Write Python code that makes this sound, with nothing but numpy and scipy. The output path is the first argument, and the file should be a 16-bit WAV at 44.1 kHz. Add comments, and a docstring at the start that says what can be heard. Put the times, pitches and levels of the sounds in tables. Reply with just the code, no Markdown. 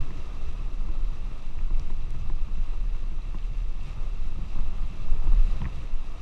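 """On a flooded dirt track an off-road vehicle creeps along, heard from a closed camera case on its body.
Wind and the rocking body make a deep rumble over a low engine, built from multiples of its firing rate.
Water washes and bubbles under the tyres as shaped noise and ringing grains, and stones make the body boom.
Bumps ring the modes of the mount and a few drops tick on the case; the case colours the slosh and spray."""
import sys
import numpy as np
from scipy import signal
from scipy.fft import rfft, irfft, next_fast_len
from scipy.io import wavfile
from scipy.ndimage import uniform_filter1d

SR = 44100
rng = np.random.default_rng(int(sys.argv[2]) if len(sys.argv) > 2 else 0)


def wav_out(sig):
    """Save sig, one row per channel (or a flat mono array), as 16-bit PCM at SR to the path in sys.argv[1]."""
    wavfile.write(sys.argv[1], SR, np.round(np.clip(np.atleast_2d(sig).T, -1, 1) * 32767).astype(np.int16))


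N = 274099
TIME = np.arange(N) / SR


def from_db(db):
    """Logarithmic level: decibels become an amplitude ratio."""
    return 10 ** (np.asarray(db) / 20)


def rms_one(x):
    """Normalization: the signal is scaled to a root mean square of 1."""
    return x / np.sqrt(np.mean(x ** 2) + 1e-20)


def in_time(rows):
    """Linear interpolation: each column of a curve table is read at every sample."""
    seconds, *columns = np.transpose(rows)
    return [np.interp(TIME, seconds, column) for column in columns]


def coloured(x, spectrum, skirt_db=40):
    """Spectral shaping: a curve weights each frequency, with a skirt in dB per octave on top; rms 1."""
    hz, db = np.transpose(spectrum)
    size = next_fast_len(N)
    bins = np.maximum(np.arange(size // 2 + 1) * SR / size, 1)
    octaves_above = np.maximum(np.log2(bins / hz[-1]), 0)
    shape_db = np.interp(np.log(bins), np.log(hz), db) - skirt_db * octaves_above
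    shaped = irfft(rfft(x, size) * from_db(shape_db), size)
    return rms_one(shaped[:N])


def drift(rate):
    """Low-passed noise: a smooth random curve with about this many turns a second; spread 1."""
    step = 40   # samples between the points of the slow curve
    settling = 2000
    pole = np.exp(-2 * np.pi * rate * step / SR)
    noise = rng.standard_normal(N // step + 2 + settling)
    slow = signal.lfilter([1], [1, -2 * pole, pole * pole], noise)[settling:]
    return np.interp(np.arange(N) / step, np.arange(len(slow)), rms_one(slow))


def steady_noise(spectrum, even_s):
    """Envelope flattening: coloured noise is divided by its own swells slower than even_s."""
    x = coloured(rng.standard_normal(N), spectrum)
    size = max(int(even_s * SR), 2)
    power = uniform_filter1d(uniform_filter1d(x ** 2, size), size)
    return x / np.sqrt(power + 1e-9)


def ring(clicks, hz, t60):
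    """Damped resonator: a unit click starts a sine of height 1 that falls 60 dB in t60 seconds."""
    r = from_db(-60 / (t60 * SR))
    w = 2 * np.pi * hz / SR
    return signal.lfilter([0, r * np.sin(w)], [1, -2 * r * np.cos(w), r * r], clicks + 1e-18)


def grains(per_s, low_hz, high_hz, cycles, spread_db, count=20):
    """Poisson arrivals: grains of random size and pitch each ring for some cycles until 60 dB down."""
    at = np.flatnonzero(rng.random(N) < per_s / SR)
    size_db = spread_db * np.minimum(rng.exponential(1, len(at)), 4)
    sizes = from_db(size_db) * rng.choice([-1, 1], len(at))
    dealt = rng.integers(0, count, len(at))
    total = np.zeros(N)
    for k, hz in enumerate(np.geomspace(low_hz, min(high_hz, SR / 3), count)):
        clicks = np.bincount(at, sizes * (dealt == k), N)
        # high grains die sooner, so they start stronger to keep the spectrum level
        total += ring(clicks, hz, cycles / hz) * hz
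    return rms_one(total)


def swells(rows, rise_s, fall_s):
    """Gaussian envelopes: events rise from and fall to 1/e of their peak in these times, and add."""
    seconds, *peaks = np.transpose(rows)
    age = TIME - seconds[:, None]
    width = np.where(age < 0, rise_s, fall_s)
    return np.array(peaks) @ np.exp(-np.minimum((age / width) ** 2, 20))


# Wind and rocking. Each row: time in seconds, level in dB before WIND_DB and the shares of shake and gusts.
BUFFET_LEVEL = [(0.0, -24), (0.27, -32), (0.53, -26), (0.72, -23.5), (0.97, -25), (1.2, -26.5), (1.42, -29),
                (1.78, -20), (2.05, -28.5), (2.38, -21.5), (2.72, -26), (3.0, -28.5), (3.25, -26.5),
                (3.45, -25.5), (3.63, -28.5), (3.76, -28), (4.05, -28.5), (4.17, -25), (4.48, -28),
                (4.63, -19.5), (4.95, -31.5), (5.1, -18), (5.22, -24.5), (5.33, -15.5), (5.46, -16),
                (5.6, -30), (5.75, -30.5), (5.9, -21.5), (6.22, -32)]
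# Spectrum of the gusts. Each row: frequency in Hz, relative density in dB per Hz.
BUFFET_COLOUR = [(3, -47), (9, 0.5), (15, -2), (20, -3.5), (24, -19), (28, -3), (35, -8.5), (45, -20.5),
                 (70, -44.5), (150, -86)]
WIND_DB = 2.5   # trim of shake and gusts together
ROCK_HZ, ROCK_WANDER = 14.7, 0.1276   # mean shaking rate; share by which it strays
ROCK_DB, GUST_DB = -2, -4   # relative to the buffeting
OVERTONE_DB = -10.5   # middle level, relative to the fundamental of the shake


def wind():
    """Low-frequency buffeting: the body shakes at an unsteady rate while gusts push on the case."""
    level_db, = in_time(BUFFET_LEVEL)
    rate_hz = ROCK_HZ * (1 + ROCK_WANDER * drift(3.9))
    phase = 2 * np.pi * np.cumsum(rate_hz) / SR
    overtone = from_db(OVERTONE_DB + 5.8 * drift(3.4)) * np.sin(2 * phase)
    shake = rms_one(np.sin(phase) + overtone)
    gusts = steady_noise(BUFFET_COLOUR, even_s=0.12)
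    return from_db(WIND_DB + level_db) * (from_db(ROCK_DB) * shake + from_db(GUST_DB) * gusts)


# Tyres on the stony bed between jolts.
# Each row: time in seconds, deep rumble in dB, panel drone in dB, both before trim and judder.
ROAD_LEVELS = [(0.0, -44.5, -48), (0.3, -45.5, -52.5), (0.8, -48.5, -47.5), (1.45, -49, -53.5),
               (1.75, -44, -48.5), (2.3, -42.5, -49), (2.6, -45, -49.5), (3.7, -45.5, -51),
               (4.3, -43.5, -52), (5.0, -46.5, -50), (5.45, -38.5, -50), (5.75, -42.5, -46.5),
               (6.0, -53, -56.5), (6.22, -41.5, -51)]
# Spectrum of the chassis rumble. Each row: frequency in Hz, relative density in dB per Hz.
RUMBLE_COLOUR = [(28, -35), (45, -2), (62, 4), (78, 0.5), (95, -6), (125, -14.5), (250, -52)]
# Spectrum of the panel drone. Each row: frequency in Hz, relative density in dB per Hz.
PANEL_COLOUR = [(70, -11.5), (105, 0), (130, -0.5), (166, -5), (188, -1.5), (215, -10), (245, -17.5),
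                (320, -13.5), (400, -18.5), (600, -26), (1500, -66)]
RUMBLE_DB, DRONE_DB = 1, 0.5   # trims


def road():
    """Random excitation: small stones make chassis and panels sound as noise, juddering together."""
    rumble_db, panel_db = in_time(ROAD_LEVELS)
    judder = drift(32)
    rumble_gain = from_db(RUMBLE_DB + rumble_db + 0.79 * judder)
    panel_gain = from_db(DRONE_DB + panel_db + 2.13 * judder)
    rumble = rumble_gain * steady_noise(RUMBLE_COLOUR, even_s=0.095)
    panels = panel_gain * steady_noise(PANEL_COLOUR, even_s=0.077)
    return rumble + panels


# Engine. Each row: time in seconds, mean firings per second, level in dB.
ENGINE_CURVE = [(0, 50, -45), (.5, 51, -45), (.8, 45.4, -48), (1.2, 42.2, -49.5), (2.7, 44.1, -52.5),
                (3.6, 45, -60), (4.3, 42.3, -47), (5.1, 40.8, -43.5), (6.22, 40, -53)]
# Response of the exhaust pipe. Each row: frequency in Hz, gain in dB.
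EXHAUST_RESPONSE = [(45, 0), (86, -7), (130, -9), (148, -10.5), (172, -13), (215, -13), (258, -23),
                    (300, -23)]
FIRING_ROUGH_DB = 3   # spread of the level of each multiple of the firing rate


def engine(wobble=0.0084, count=7):
    """Harmonic series: unsteady multiples of the firing rate slide through the response of the pipe."""
    firing_hz, level_db = in_time(ENGINE_CURVE)
    pipe_hz, pipe_db = np.transpose(EXHAUST_RESPONSE)
    phase = 2 * np.pi * np.cumsum(firing_hz * (1 + wobble * drift(3.23))) / SR
    tones = np.zeros(N)
    for k in range(1, count + 1):
        harmonic_db = np.interp(k * firing_hz, pipe_hz, pipe_db) + FIRING_ROUGH_DB * drift(7.5)
        tones += from_db(harmonic_db) * np.sin(k * phase)
    return from_db(level_db) * rms_one(tones)


# Peaks and dips of the camera case. Each row: frequency in Hz, width in Hz, gain in dB.
CASE_RESONANCES = [(1232, 366, 8), (1480, 325, -4), (2690, 325, 9), (2880, 77, -6.5), (3875, 460, 5),
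                   (4450, 470, -3.5), (4690, 100, 4.5), (5900, 200, 5.5)]


def case(x):
    """Enclosure resonance: the case wall lifts some narrow bands and hollows others; rms 1."""
    for hz, width_hz, db in CASE_RESONANCES:
        w, half_width = 2 * np.pi * hz / SR, np.pi * width_hz / SR
        height = from_db(db / 2)   # half the gain in the zeros, half in the poles
        zeros = [1 + half_width * height, -2 * np.cos(w), 1 - half_width * height]
        poles = [1 + half_width / height, -2 * np.cos(w), 1 - half_width / height]
        x = signal.lfilter(zeros, poles, x)
    return rms_one(x)


# Water pushed by the tyres. Each row: time in seconds, flow in dB, of which the swing about the mean counts.
WATER_FLOW = [(0.03, -47), (0.91, -51.5), (1.34, -49.5), (1.51, -51.5), (3.69, -52.5), (3.96, -51),
              (4.82, -49.5), (5.29, -47), (5.56, -46.5), (5.96, -50), (6.2, -50)]
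# A wave breaks off a tyre. Each row: time of the peak in seconds, slosh lift in dB, spray lift in dB.
SPLASHES = [(0.56, 1.5, 0.5), (2.68, 3, 1.5), (2.95, 1, 1.5), (3.87, 2.5, 4), (3.99, 2.5, 0.5),
            (4.58, 2, 0), (5.42, -2, 1), (5.77, -1.5, 1.5)]
# Spectral weighting of the slosh. Each row: frequency in Hz, relative level in dB per Hz.
SLOSH_COLOUR = [(120, -3.5), (280, 1), (450, -1.5), (700, -2), (1000, -5), (1400, -9), (2000, -21.5),
                (3000, -24.5), (8000, -37.5)]
# Spectral weighting of the spray. Each row: frequency in Hz, relative level in dB per Hz.
SPRAY_COLOUR = [(600, -7), (1500, 2), (2200, 4), (3200, 1), (4400, -1.5), (6000, -6.5), (7500, -9.5),
                (10000, -17.5), (12500, -21), (13800, -45)]
SLOSH_DB, SLOSH_FOLLOWS = -54, 0.93   # level at mean flow without splashes; share of the flow's swing
SPRAY_DB, SPRAY_FOLLOWS = -57.5, 0.57
SPLASH_RISE_S, SPLASH_FALL_S = 0.039, 0.065


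def water():
    """Turbulence and bubble resonance: bow wave and spray are noise with ringing grains, led by the flow."""
    flow_db, = in_time(WATER_FLOW)
    surge_db = flow_db - flow_db.mean()
    slosh_lift_db, spray_lift_db = swells(SPLASHES, SPLASH_RISE_S, SPLASH_FALL_S)

    # the drifting rate gathers the bubbles into clumps
    bubbles = grains(500 * from_db(4 * drift(7)), low_hz=319, high_hz=2120, cycles=5.5, spread_db=4.0)
    wash = rng.standard_normal(N) + from_db(-14) * bubbles
    slosh = coloured(wash, SLOSH_COLOUR) * from_db(.5 * drift(22))

    droplets = grains(2200 * from_db(3 * drift(9)), low_hz=1717, high_hz=12760, cycles=22.0, spread_db=2.0)
    hiss = rng.standard_normal(N) + from_db(-4.0) * droplets
    spray = coloured(hiss, SPRAY_COLOUR)

    slosh_gain = from_db(SLOSH_DB + SLOSH_FOLLOWS * surge_db + slosh_lift_db)
    spray_gain = from_db(SPRAY_DB + SPRAY_FOLLOWS * surge_db + spray_lift_db)
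    return slosh_gain * case(slosh) + spray_gain * case(spray)


# Deep water gulping in the wheel wells. Each row: time in seconds, level in dB.
WALLOW_LEVEL = [(0.0, -54), (0.55, -59), (1.1, -60), (2.2, -70.5), (3.2, -67.5), (4.0, -67.5), (6.22, -68)]
# Spectral weighting of the gulps. Each row: frequency in Hz, relative level in dB per Hz.
WALLOW_COLOUR = [(170, -21.5), (260, 4.5), (370, -0.5), (520, -5.5)]


def wallow():
    """Air-pocket resonance: where the flood is deep, the wheels trap big pockets of air that gulp."""
    level_db, = in_time(WALLOW_LEVEL)
    pockets = grains(260, low_hz=232.6, high_hz=477, cycles=24.5, spread_db=4.5)
    return from_db(level_db) * coloured(pockets, WALLOW_COLOUR)


# A tyre rolls over a stone or into a hole.
# Each row: time of the peak in seconds, peak of the chassis boom in dB, peak of the panel boom in dB.
JOLTS = [(0.02, -32, -34.5), (0.19, -39, -57), (0.36, -34.5, -55), (0.48, -28, -57), (0.61, -40, -39),
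         (0.73, -48, -47), (0.9, -35, -53), (1.13, -35, -42), (1.59, -35, -50), (1.81, -31, -37),
         (2.04, -38, -40.5), (2.15, -32, -38), (2.23, -33, -38.5), (2.32, -36, -51), (2.91, -35, -52),
         (3.13, -34, -49), (3.52, -39, -42), (3.87, -50, -38), (3.981, -34, -34.5), (4.14, -40, -45),
         (4.375, -31, -37.5), (4.42, -38, -43), (4.54, -39, -52), (4.65, -31, -42), (4.851, -35, -48),
         (5.02, -36, -48), (5.13, -29, -42), (5.25, -42, -39), (5.29, -28, -50), (5.345, -40, -37),
         (5.52, -35, -50), (5.62, -37, -35.5), (5.66, -30, -33.5), (5.78, -35.5, -36)]
JOLT_RISE_S, JOLT_FALL_S = 0.019, 0.025
CHASSIS_HZ, PANEL_HZ, BOOM_WANDER = 60.06, 122.2, 0.092   # mean pitches; share by which they stray


def jolts():
    """Cushioned impact: each jolt, softened by the tyre, swells into a short boom of chassis and panels."""
    seconds, chassis_db, panel_db = np.transpose(JOLTS)
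    peaks = np.column_stack([seconds, from_db(chassis_db), from_db(panel_db)])
    heights = swells(peaks, JOLT_RISE_S, JOLT_FALL_S)
    out = np.zeros(N)
    for height, hz in zip(heights, (CHASSIS_HZ, PANEL_HZ)):
        pitch_hz = hz * (1 + BOOM_WANDER * drift(16.9))
        out += height * np.sin(2 * np.pi * np.cumsum(pitch_hz) / SR)
    return out


# Bumps that knock the mount. Each row: start in seconds, level in dB, then thud, body and clack in dB
# relative to that level.
KNOCKS = [(0.105, -42.5, 7.5, 7, 1), (0.8882, -42.5, 4, 9, -3), (1.589, -50, 3, 6, 6),
          (1.705, -39.5, 4, 4, -9), (1.901, -38, -4, 1.5, -5.5), (2.145, -47, 5, 4, -1),
          (2.298, -37, 1.5, 4, -3.5), (2.483, -49.5, 16, 0, 0), (2.947, -50, 10, -4, 7),
          (3.115, -52, 17, 12, -3), (3.344, -39.5, 9.5, 6, -1.5), (4.385, -50.5, 19.5, 14, -6),
          (4.425, -51, 20, 6, -6), (4.555, -42, 4, 6.5, -10), (4.587, -38.5, 9, -6, -10),
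          (4.824, -47, 17.5, 2, -2), (4.901, -54, 21, -7, -8), (5.159, -50, 0, 2, -12),
          (5.2702, -37, 3, 4.5, -7), (5.332, -39.5, 8, -4, -7), (5.603, -49, 23, 3, 0),
          (5.617, -33, 10.5, -9, -7), (5.6431, -46.5, 13, 4, 15), (5.6536, -45.5, 13, -1, 16),
          (5.66, -41.5, 8, 9.5, 8.5)]
# Modes of the mount. Each row: frequency in Hz before detuning, strength in dB before the tilt of the knock,
# time to fall 60 dB in seconds.
MOUNT_MODES = [(145, -1, 0.045), (189, -4.5, 0.096), (322, -3, 0.06), (376, -6, 0.029), (615, -6, 0.014),
               (835, -3, 0.018), (1035, 3, 0.023), (1750, -7, 0.009), (2150, -4.5, 0.014),
               (2380, -7, 0.007)]
THUD_HZ, BODY_HZ, KNOCK_HZ, CLACK_HZ = 210, 302, 670, 1720   # where thud, body, plain level and clack act
CRUNCH_S, CRUNCH_DB = 0.001, -9   # time to the envelope's peak; level relative to the clack


def knocks(scatter_db=-0.2, detune=0.034, build_cycles=0.39):
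    """Modal vibration: each bump strikes all modes a little differently, with a thud, clack and crunch."""
    mode_hz, mode_db, t60 = np.transpose(MOUNT_MODES)[:, :, None]
    count = len(MOUNT_MODES)
    signs = (-1) ** np.arange(count)[:, None]
    out = np.zeros(N + SR)
    age = np.arange(SR // 5) / SR
    joint = signal.butter(4, [1440, 2500], "band", fs=SR, output="sos")   # Hz
    decay = np.exp(-np.log(1000) * age / t60)
    crunch_envelope = age / CRUNCH_S * np.exp(1 - age / CRUNCH_S)
    for s, level_db, thud_db, body_db, clack_db in KNOCKS:
        strength, stretch = rng.standard_normal((2, count, 1))
        hz = mode_hz * (1 + detune * stretch)
        tilt_db = np.interp(mode_hz, [THUD_HZ, BODY_HZ, KNOCK_HZ, CLACK_HZ], [thud_db, body_db, 0, clack_db])
        # the heavy low modes get moving a moment later
        build = 1 - np.exp(-(age * hz / build_cycles) ** 2)
        gain = signs * from_db(mode_db + tilt_db + scatter_db * strength)
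        modes = gain * build * decay * np.sin(2 * np.pi * hz * age)
        # the joint grates as it is struck
        grating = rms_one(signal.sosfilt(joint, rng.standard_normal(len(age))))
        crunch = from_db(CRUNCH_DB + clack_db) * grating * crunch_envelope
        start = int(s * SR)
        out[start:start + len(age)] += from_db(level_db) * (modes.sum(0) + crunch)
    return out[:N]


# Drops on the case. Each row: start in seconds, level in dB, pitch in Hz, time to fall 60 dB in seconds,
# splat in dB relative to the ring.
DROPS = [(1.7458, -47, 2340, .011, 2), (1.7964, -47.5, 5570, 0.014, 12), (2.106, -58, 9450, 0.002, 20),
         (2.274, -50, 3850, 0.016, -10), (3.221, -48, 4020, 0.0085, -8), (3.386, -56, 3400, 0.0087, 16),
         (3.428, -48, 3020, 0.016, -6), (3.869, -49, 3550, 0.0058, 0), (5.617, -40.5, 3050, 0.012, -2)]


def drops(splat_above_hz=1800):
    """Impact and free decay: a drop makes a sharp splat and a short ring; higher drops splat brighter."""
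    out = np.zeros(N)
    age = np.arange(SR // 20) / SR
    for s, db, hz, t60, splat_db in DROPS:
        tone = np.sin(2 * np.pi * hz * age) * np.exp(-np.log(1000) * age / t60)
        edges_hz = [splat_above_hz, np.hypot(splat_above_hz, hz)]
        band = signal.butter(3, edges_hz, "band", fs=SR, output="sos")
        splat = signal.sosfilt(band, signal.unit_impulse(len(age)))
        splat /= np.abs(splat).max()
        start = int(s * SR)
        out[start:start + len(age)] += from_db(db) * (tone + from_db(splat_db) * splat)
    return out


def scene():
    """Superposition: the pressures of all sources add at one microphone."""
    outside = wind() + road() + engine() + water() + wallow() + jolts()
    return (outside + knocks() + drops())[None]


CUTOFF_HZ = 13900


def record(dry):
    """Band limiting: the ends fade in and out softly and a steep low-pass cuts the top."""
    to_nearest_end = np.minimum(TIME, TIME[::-1])
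    fade = np.sin(np.pi / 2 * np.minimum(to_nearest_end / .01, 1)) ** 2
    low_pass = signal.ellip(10, .1, 80, CUTOFF_HZ, fs=SR, output="sos")
    return signal.sosfilt(low_pass, dry * fade)


dry = scene()
out = record(dry)
wav_out(out)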